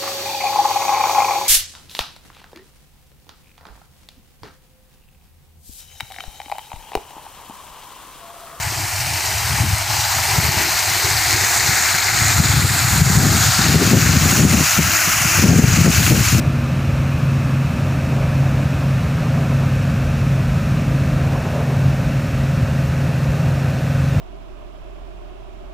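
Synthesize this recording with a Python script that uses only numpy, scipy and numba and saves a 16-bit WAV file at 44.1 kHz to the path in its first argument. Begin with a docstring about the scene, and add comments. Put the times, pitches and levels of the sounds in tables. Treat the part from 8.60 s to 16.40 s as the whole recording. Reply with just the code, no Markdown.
"""Water fizzes and plops: a jet from an irrigation pipe falls into a flooded field as a phone comes nearer.
The splash is hiss plus countless ringing bubbles, and its colour shifts on the way in.
Wind thuds and flutters on the microphone: filtered noise plus short single swings for buffets, soft and hard.
A faint steady rumble lies below, and the phone's limiter pushes the spray down under strong gusts."""
import sys
import numpy as np
from scipy import signal
from scipy.fft import rfft, irfft
from scipy.io import wavfile
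from scipy.ndimage import uniform_filter1d, map_coordinates
from numba import njit

SR = 44100
rng = np.random.default_rng(int(sys.argv[2]) if len(sys.argv) > 2 else 0)


def inscribe(sig):
    """Save sig as 16-bit PCM at rate SR to the path in sys.argv[1].

    A 1-D sig is mono; a 2-D sig holds one channel per row.
    Samples are clipped to [-1, 1] before scaling.
    """
    pcm = np.round(np.clip(np.atleast_2d(sig).T, -1, 1) * 32767)
    wavfile.write(sys.argv[1], SR, pcm.astype(np.int16))


N = 343980  # length in samples
HZ = np.maximum(np.arange(N // 2 + 1) * SR / N, 1)  # every frequency in the spectrum

# the walk towards the jet: start_s, nearness (0 far, 1 halfway, 2 nearby, 3 close),
# spray_level_db (before the limiter), mist_lift_db (extra level of the fine mist, full above 8.5 kHz)
APPROACH = [(0, 0.12, -23.5, 1.1), (1.0, 0.075, -22, 2.5), (1.27, 0.22, -23, 1.5), (1.34, 0.2, -19.5, 2.3),
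            (1.95, 0.26, -19, 1.6), (2.05, 0.42, -17.5, 1.2), (3, 1.18, -17, 2.1), (3.6, 1.4, -16.5, 2.4),
            (4.3, 2.23, -17, 3.1), (4.6, 2.26, -16, 3), (5, 2.34, -16, 1.9), (5.4, 2.58, -15, 2),
            (5.8, 2.7, -15, 2.4), (6.3, 2.8, -16, 2.3), (6.75, 3, -15.5, 2.1), (6.9, 2.8, -15.5, 1.7),
            (7.3, 2.8, -16, 1.5), (7.45, 2.7, -15.5, 2), (7.8, 2.7, -17.5, 1.8)]


def spray():
    """The splash grows and changes colour on the way in, with reflections and single big drops."""
    near, level_db, mist_lift_db = curves(APPROACH)
    splash = splash_colour(churn(), near)
    splash = splash + ground_echo(splash)
    splash = splash + hand_reflection(splash)
    mist = colour(splash, np.clip(HZ / 1000 - 7.5, 0, 1))
    splash = splash + (undb(mist_lift_db) - 1) * mist
    return undb(level_db) * splash + big_drops()


# colour of the splash at four distances: pitch_hz, level_db (per Hz, relative)
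FAR_COLOUR = [(180, -41), (260, -22), (420, -11), (510, -22.5), (620, -1.5), (850, 4), (1150, -3),
              (2200, 1.5), (3000, -1.5), (3450, -7), (4200, -0.5), (7500, -5.5), (9800, -9), (11000, -17),
              (13000, -10.5), (15300, -16)]
HALFWAY_COLOUR = [(140, -59), (240, -16), (352, -7), (516, -19), (730, -2), (1110, -6.5), (1930, 1),
                  (2180, 2), (3150, -9.5), (4230, -1.5), (5490, -7), (6880, -3.5), (10300, -16),
                  (15300, -14)]
NEARBY_COLOUR = [(240, -33), (400, -42), (495, -29), (747, -7), (1010, -11), (1420, -2.5), (2170, -4.5),
                 (3040, -10), (4250, -3), (6130, -16), (6920, -6.5), (9980, -18), (12700, -23.5),
                 (15300, -21)]
CLOSE_COLOUR = [(210, -25), (350, -9.5), (416, -31.5), (638, -5.5), (918, -7), (1410, 0), (1730, -3.5),
                (2690, 0), (3570, -12.5), (4060, -8.5), (5060, -5), (6830, 0.5), (8390, -16), (15300, -13)]


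def splash_colour(water, near):
    """Distance changes which pitches stand out; neighbouring places are blended."""
    near = np.clip(near, 0, 3)
    out = 0
    for place, table in enumerate((FAR_COLOUR, HALFWAY_COLOUR, NEARBY_COLOUR, CLOSE_COLOUR)):
        share = np.maximum(1 - abs(near - place), 0)
        out = out + share * unit(colour(water, undb(across(table))))
    return out


# drop sizes: drops_per_s, lowest_hz, highest_hz, ringing_cycles, size_scatter_db,
# level_db (against the hiss, before the spectrum is evened out)
DROP_KINDS = [(4340, 2460, 16000, 1.2, 3.5, -10.5), (1473, 590, 3470, 9.6, 3, -17),
              (895, 696.5, 8990, 17.2, 3, -10.5)]


def churn():
    """Hiss and drops, evened out, in half-octave bands that surge together and flicker alone."""
    water = rng.standard_normal(N)
    for *kind, level_db in DROP_KINDS:
        water = water + undb(level_db) * drops(*kind)
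    spectrum = rfft(water)
    spectrum = spectrum / np.sqrt(uniform_filter1d(abs(spectrum) ** 2, size=2000))
    surge_db = 0.1 * walk(11.0) + 0.49 * walk(30) + 0.5 * walk(90)  # sheets of water land together
    out = 0
    for step in np.arange(15):
        band = np.maximum(1 - abs(2 * np.log2(HZ / 150) - step), 0)
        gurgle_db = 5.1 * (step < 4) * walk(7.1)  # the few big bubbles come and go
        flicker_db = 0.72 * walk(2.48) + 0.61 * walk(14)
        out = out + irfft(spectrum * band, N) * undb(surge_db + gurgle_db + flicker_db)
    return out


def drops(rate, lo_hz, hi_hz, cycles, scatter_db):
    """Drops at random moments, some bigger than the rest; tilted to an even spectrum."""
    when, pitch, chance = rng.random((int(rate * N / SR), 3)).T
    hz = lo_hz * (hi_hz / lo_hz) ** pitch
    spread = np.minimum(-np.log(1 - chance), 4)  # surface tension caps the size
    size = undb(scatter_db * spread) * hz / hi_hz
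    return unit(plops((when * N).astype(np.int64), hz, 1. * cycles, size, 0.092, N))


# single big drops close by: start_s, level_db (before the limiter), pitch_hz
BIG_DROPS = [(0.122, -24, 350), (0.607, -9, 2300), (2.709, -1, 6350), (2.729, 1, 6730), (2.759, -19, 1920),
             (2.8389, -3, 1830), (3.0394, -17, 2090), (3.2884, -7, 2670), (5.925, -13, 1570)]


def big_drops():
    """Each big drop is a bubble that rings for a few cycles while its pitch rises."""
    start_s, level_db, hz = np.transpose(BIG_DROPS)
    return plops((start_s * SR).astype(np.int64), hz, 5.1, undb(level_db), 0.23, N)


@njit
def plops(start, hz, cycles, size, glide, length):
    """Short fading rings, like air bubbles trapped by drops; the pitch glides up, or down if negative."""
    out = np.zeros(length)
    for k in range(len(start)):
        span = cycles * SR / hz[k]
        phase, gain, fade = 0., size[k], np.exp(-3 / span)
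        for i in range(start[k], min(length, start[k] + int(2 * span))):
            phase += 2 * np.pi * hz[k] * (1 + glide * (i - start[k]) / span) / SR
            out[i] += gain * np.sin(phase)
            gain *= fade
    return out


# reflection off the wet ground while the jet is far: start_s, delay_ms, strength (0 to 1)
GROUND_ECHO = [(0, 1.3, 0.3), (.3, 1.15, 0), (.6, 1.1, 0.2), (.75, 0.99, 0.3), (1.3, 1.52, 0.2),
               (2.3, 1.2, 0), (7.8, 1.2, 0)]


def ground_echo(splash):
    """Hiss around 6 kHz arrives a second time, a moment late."""
    delay_ms, strength = curves(GROUND_ECHO)
    hiss = colour(splash, np.exp(-((HZ - 6000) / 2500) ** 2))
    return strength * later(hiss, delay_ms / 1000)


# the hand behind the phone: start_s, hollow_hz (first weakened pitch), strength (0 to 1)
HAND_REFLECTION = [(0, 3430, 0.25), (.35, 3680, 0.17), (.6, 3400, 0.2), (2.2, 3320, 0.17), (4.5, 3240, 0.4),
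                   (5.25, 3300, 0.18), (5.6, 3520, 0.13), (7, 3820, 0.14), (7.8, 3600, 0.09)]


def hand_reflection(splash):
    """A copy half a period late partly cancels its pitch and hollows the sound."""
    hollow_hz, strength = curves(HAND_REFLECTION)
    return strength * later(splash, .5 / hollow_hz)


# single buffets, soft to hard: start_s, level_db (reference for all parts of the buffet), pitch_hz,
# sharpness_db (upper part against level_db); each part adds its own offset below
BUFFETS = [(0.066, -21.5, 110, -23), (0.175, -27, 116, -17), (0.233, -31, 96, -20), (0.409, -24, 107, -23),
           (0.468, -32, 137, -14), (0.546, -27, 104, -22), (0.722, -22.5, 102, -18), (0.913, -18, 118, -21),
           (1.003, -15, 117, -20), (1.04, -20, 125, -7), (1.08, -16, 93, -26), (1.124, -13, 95, -25),
           (1.295, -19.5, 97, -22), (1.39, -27, 96, -19), (1.562, -22, 116, -17), (1.605, -24, 96, -19),
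           (1.78, -10.5, 131, -18), (1.844, -18.5, 95, -13), (1.884, -16, 135, -20),
           (1.968, -15.5, 92, -17), (2.131, -28, 88.5, -18), (2.307, -23.5, 105, -16),
           (2.364, -31, 108, -10), (2.448, -21, 101, -28), (2.511, -22, 111, -27), (2.553, -20, 100, -23),
           (2.671, -26, 110, -18), (2.736, -22, 112, -16), (2.811, -25, 99, -16), (2.987, -29, 97, -12),
           (3.089, -20, 107, -11), (3.346, -24.5, 130, -15), (3.545, -24, 124, -12), (3.615, -17, 125, -15),
           (3.798, -5, 158, -19), (3.843, -17, 116, -12), (3.898, -9, 114, -25), (3.941, -16, 121, -15),
           (3.973, -7, 123, -22), (4.017, -17, 151, -19), (4.044, -12.5, 126, -12),
           (4.111, -20.5, 142, -16), (4.145, -23, 122, -17), (4.245, -15, 114, -16),
           (4.335, -15.5, 119, -7.5), (4.375, -10, 141, -21), (4.415, -1.5, 141, -23),
           (4.463, -8, 130, -20), (4.498, -9, 162, -11), (4.572, -4, 146, -15), (4.628, -4, 115, -6.5),
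           (4.661, -10, 104, -15), (4.751, -12, 112, -6), (4.822, -20, 120, -18), (4.859, -16, 135, -17),
           (4.883, -11, 120, -23), (4.992, -16, 184, -6), (5.064, -12, 137, -7), (5.089, -10, 128, -22),
           (5.121, -12, 140, -11), (5.156, -5.5, 132, -5), (5.206, -19, 162, -8), (5.257, -14, 139, -13),
           (5.332, -3, 117, -2.5), (5.366, -3, 133, -6), (5.427, -14.5, 102, -10), (5.493, -3.5, 128, -20),
           (5.542, -9, 133, -11), (5.567, -3.5, 157, -14), (5.63, -15, 111, -11), (5.656, -11, 144, -7),
           (5.794, -7, 121, -19), (5.824, -8, 142, -12), (5.85, -5.5, 154, -2.5), (5.932, -8, 192, -4),
           (6.003, -14, 144, -8), (6.189, -10, 158, -6), (6.474, -23.5, 146, -5), (6.554, -21, 95, -13),
           (6.609, -19, 112, -16), (6.65, -16, 151, -11), (6.706, -27, 128, -14), (6.789, -10.5, 121, -9),
           (6.839, -2, 169, -10), (6.885, -2, 141, -10), (6.913, -1, 148, -6.5), (6.96, -1, 153, -7),
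           (6.993, -4, 187, -2), (7.039, 0.5, 136, -13), (7.078, -5.5, 119, -14), (7.136, -8.5, 126, -19),
           (7.186, -4.5, 153, -11), (7.213, -2, 139, -14), (7.246, -5, 146, -10), (7.279, -2, 148, -5.5),
           (7.342, -11, 108, -18), (7.378, -9, 102.1, -23), (7.402, -11.5, 165, -5.5),
           (7.498, -9.5, 120, -11), (7.521, -5.5, 114, -6.5), (7.577, -7, 175, -11),
           (7.604, -5, 131.5, -15), (7.67, -16, 104, -19.5), (7.728, -6, 128, -19), (7.748, -5, 132, -7)]
# wind between the buffets: start_s, thud_level_db, flutter_level_db (both before random swells)
GUSTS = [(0, -28, -53), (0.12, -36, -55), (0.45, -32, -58), (0.65, -36, -64), (1.02, -24.5, -31),
         (1.17, -26, -50), (1.24, -36, -53), (1.33, -27, -59), (1.45, -37, -67), (1.85, -29, -42),
         (2.2, -40, -51), (2.55, -34, -64), (2.85, -41, -51), (3.1, -29, -39), (3.25, -48, -46),
         (3.6, -27, -43), (3.8, -20.5, -24), (4.15, -27, -36), (4.5, -18, -26.5), (4.68, -18, -19.5),
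         (4.93, -28, -37), (5.1, -21, -18), (5.45, -20, -18.5), (5.75, -16, -16.5), (6.0, -18, -17),
         (6.1, -36, -50), (6.17, -28, -34), (6.23, -17, -19), (6.39, -44, -48.5), (6.77, -22, -34),
         (6.84, -22, -13), (7.05, -18, -21.5), (7.28, -22, -19), (7.35, -21, -37), (7.55, -16, -17.5),
         (7.69, -28, -31), (7.8, -11, -20)]
RISE_S = .006  # time from a buffet's start to its crest


def wind():
    """Eddies at the microphone port: thud and flutter in uneven bursts, and single buffets, soft to hard."""
    start_s, level_db, hz, sharp_db = np.transpose(BUFFETS)
    thud_db, flutter_db = curves(GUSTS)
    eddies = rng.standard_normal(N)
    low, high = thud(eddies), flutter(eddies)
    hits = buffets(start_s, level_db, hz, sharp_db)
    crest_s = start_s + RISE_S
    low = low * stirred(thud_db + 2.5 * walk(25), crest_s, level_db - 11)
    high = high * stirred(flutter_db + 3 * walk(15), crest_s, level_db + sharp_db - 2)
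    return low + high + hits


def buffets(start_s, level_db, hz, sharp_db):
    """A push or pull of the membrane, a smaller swing on either side, and an abrupt start."""
    push = undb(level_db) * np.sign(rng.random((len(start_s), 1))[:, 0] - .5)
    bodies = swings(start_s + RISE_S, hz, push * undb(3))
    snap_hz, snap_size = hz * 1.76, push * undb(sharp_db + 10.5)
    snaps = plops((start_s * SR).astype(np.int64), snap_hz, 1.2, snap_size, -.1, N)
    return bodies + snaps


def swings(crest_s, hz, size):
    """Short low swings that swell and fade around their crest."""
    reach = 2.68  # cycles on each side of the crest
    out = np.zeros(N + SR)
    for crest, f, g in zip(crest_s, hz, size):
        half = int(reach * SR / f)
        turns = np.arange(-half, half) * f / SR
        swell = np.exp(-(4 * turns / reach) ** 2 / 2)
        first = max(int(crest * SR) - len(turns) // 2, 0)
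        out[first:first + len(turns)] += g * swell * np.cos(2 * np.pi * turns)
    return out[:N]


def stirred(base_db, crest_s, level_db):
    """Each buffet stirs the air around it: a short swell in level, added in power to the base."""
    power = np.zeros(N)
    np.add.at(power, (crest_s * SR).astype(int), undb(level_db) ** 2)
    swell = np.hanning(int(0.088 * SR))  # 88 ms from end to end
    extra = signal.fftconvolve(power, swell ** 2, "same")
    return np.sqrt(undb(base_db) ** 2 + np.maximum(extra, 0))


# colour of the low thud: pitch_hz, level_db (per Hz, relative)
THUD_COLOUR = [(15, -45), (35, -21), (50, -16), (65, -2.5), (90, 4), (130, -1.5), (165, -10), (200, -45),
               (300, -85)]


def thud(eddies):
    """The deep part of the eddies, evened out before the gusts shape it."""
    return steady(colour(eddies, undb(across(THUD_COLOUR))), 0.057)


# colour of the higher flutter: pitch_hz, level_db (per Hz, relative)
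FLUTTER_COLOUR = [(110, -34), (160, -2), (200, -1.5), (260, -6.5), (350, -12), (500, -19.5), (800, -25),
                  (1500, -60)]


def flutter(eddies):
    """The same eddies with a fast random swell, filtered higher and evened out."""
    uneven = eddies * undb(4.5 * walk(70))
    return steady(colour(uneven, undb(across(FLUTTER_COLOUR))), 0.048)


# colour of the steady low rumble: pitch_hz, level_db (per Hz, relative)
RUMBLE_COLOUR = [(15, -20), (28, -8), (45, -7), (70, -5), (110, 4), (160, -54)]


def rumble():
    """Steady noise kept to the low pitches, faint in the background."""
    return undb(-33.5) * unit(colour(rng.standard_normal(N), undb(across(RUMBLE_COLOUR))))


def undb(db):
    """Decibels to gain."""
    return 10 ** (np.asarray(db) / 20)


def unit(x):
    """Scaled to rms 1."""
    return x / np.sqrt(np.mean(x ** 2))


def curves(table):
    """Each column joined by straight lines in time."""
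    s, *columns = np.transpose(table)
    return [np.interp(np.arange(N) / SR, s, c) for c in columns]


def across(table):
    """A (pitch_hz, value) table read at every frequency."""
    hz, value = np.transpose(table)
    return np.interp(np.log(HZ), np.log(hz), value)


def colour(x, gain):
    """Filter by a gain for every frequency."""
    return irfft(rfft(x) * gain, N)


def walk(rate):
    """Random levels, `rate` new ones a second, smoothed twice and scaled to rms 1."""
    k = int(SR / rate)
    held = np.repeat(rng.standard_normal(N // k + 1), k)
    return unit(uniform_filter1d(uniform_filter1d(held, k), k)[:N])


def steady(x, seconds):
    """Level evened out over a short span, so that only quick roughness stays."""
    power = uniform_filter1d(x ** 2, int(seconds * SR))
    return x / np.sqrt(power + 1e-3 * np.mean(x ** 2))


def later(x, seconds):
    """The sound read a changing time late."""
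    return map_coordinates(x, [np.arange(N) - seconds * SR], order=3)


def scene():
    """Spray, wind and a faint steady rumble at one microphone."""
    background = rumble()
    return np.tile(spray() + wind() + background, (2, 1))


@njit
def limiter(x, top, ratio, attack, release):
    """Gain that follows the peaks: quickly down above the threshold, slowly back up."""
    gain, e = np.ones(len(x)), 0.
    for i in range(len(x)):
        e += (abs(x[i]) - e) * (attack if abs(x[i]) > e else release)  # share of the gap per sample
        if e > top:
            gain[i] = (top / e) ** (1 - 1 / ratio)
    return gain


# level balance of the two channels: pitch_hz, left_minus_right_db
CHANNEL_BALANCE = [(100, 3.1), (350, 4.4), (750, 4.7), (1150, 7.5), (1450, 7.1), (1850, 4.5), (5600, 4.4),
                   (5800, 1.2), (6700, -1.2), (8300, -10.9), (9300, -16.3), (10800, -9.7), (11400, -11.8),
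                   (12600, -4.5), (14000, -1.1), (15400, -0.7)]
# how far the left follows the right: pitch_hz, correlation (0 to 1)
CHANNEL_LIKENESS = [(6400, 1.0), (7500, 0.88), (8400, 0.76), (9300, 0.43), (11300, 0.48), (12200, 0.71),
                    (13600, 0.76), (14300, 0.93), (15300, 0.95)]


def two_channels(mono):
    """One microphone spread over two channels, with balance and likeness set for each pitch."""
    ratio = undb(across(CHANNEL_BALANCE))
    alike = np.clip(across(CHANNEL_LIKENESS), 0, 1)
    right = rfft(mono) * 2 / np.sqrt(1 + ratio ** 2 + 2 * ratio * alike)
    # scrambled phases make the partly unrelated hiss in the left, with the same colour
    apart = np.sqrt(1 - alike ** 2)
    scramble = np.exp(2j * np.pi * walk(200)[:len(HZ)])  # here the random walk runs along frequency
    unrelated = irfft(right * ratio * apart * scramble, N)
    return np.array([irfft(right * ratio * alike, N) + unrelated, irfft(right, N)])


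def record(dry):
    """Cut the deepest bass, duck under the flutter, limit, spread to two channels, clip, cut the top."""
    mono = signal.sosfilt(signal.butter(3, 50.5, "high", fs=SR, output="sos"), dry[0])
    # the first gain control listens only to the middle bass, mostly flutter
    heard = signal.sosfilt(signal.butter(2, [150, 520], "band", fs=SR, output="sos"), mono)
    mono = mono * limiter(heard, 0.062, 1.247, 0.0055, 0.0012)
    mono = mono * limiter(mono, 0.35, 1.77, 0.0092, 0.00041)
    pair = np.clip(two_channels(mono), -1, 1)
    return signal.sosfilt(signal.ellip(16, .3, 90, 15480, fs=SR, output="sos"), pair)


dry = scene()
out = record(dry)
inscribe(out)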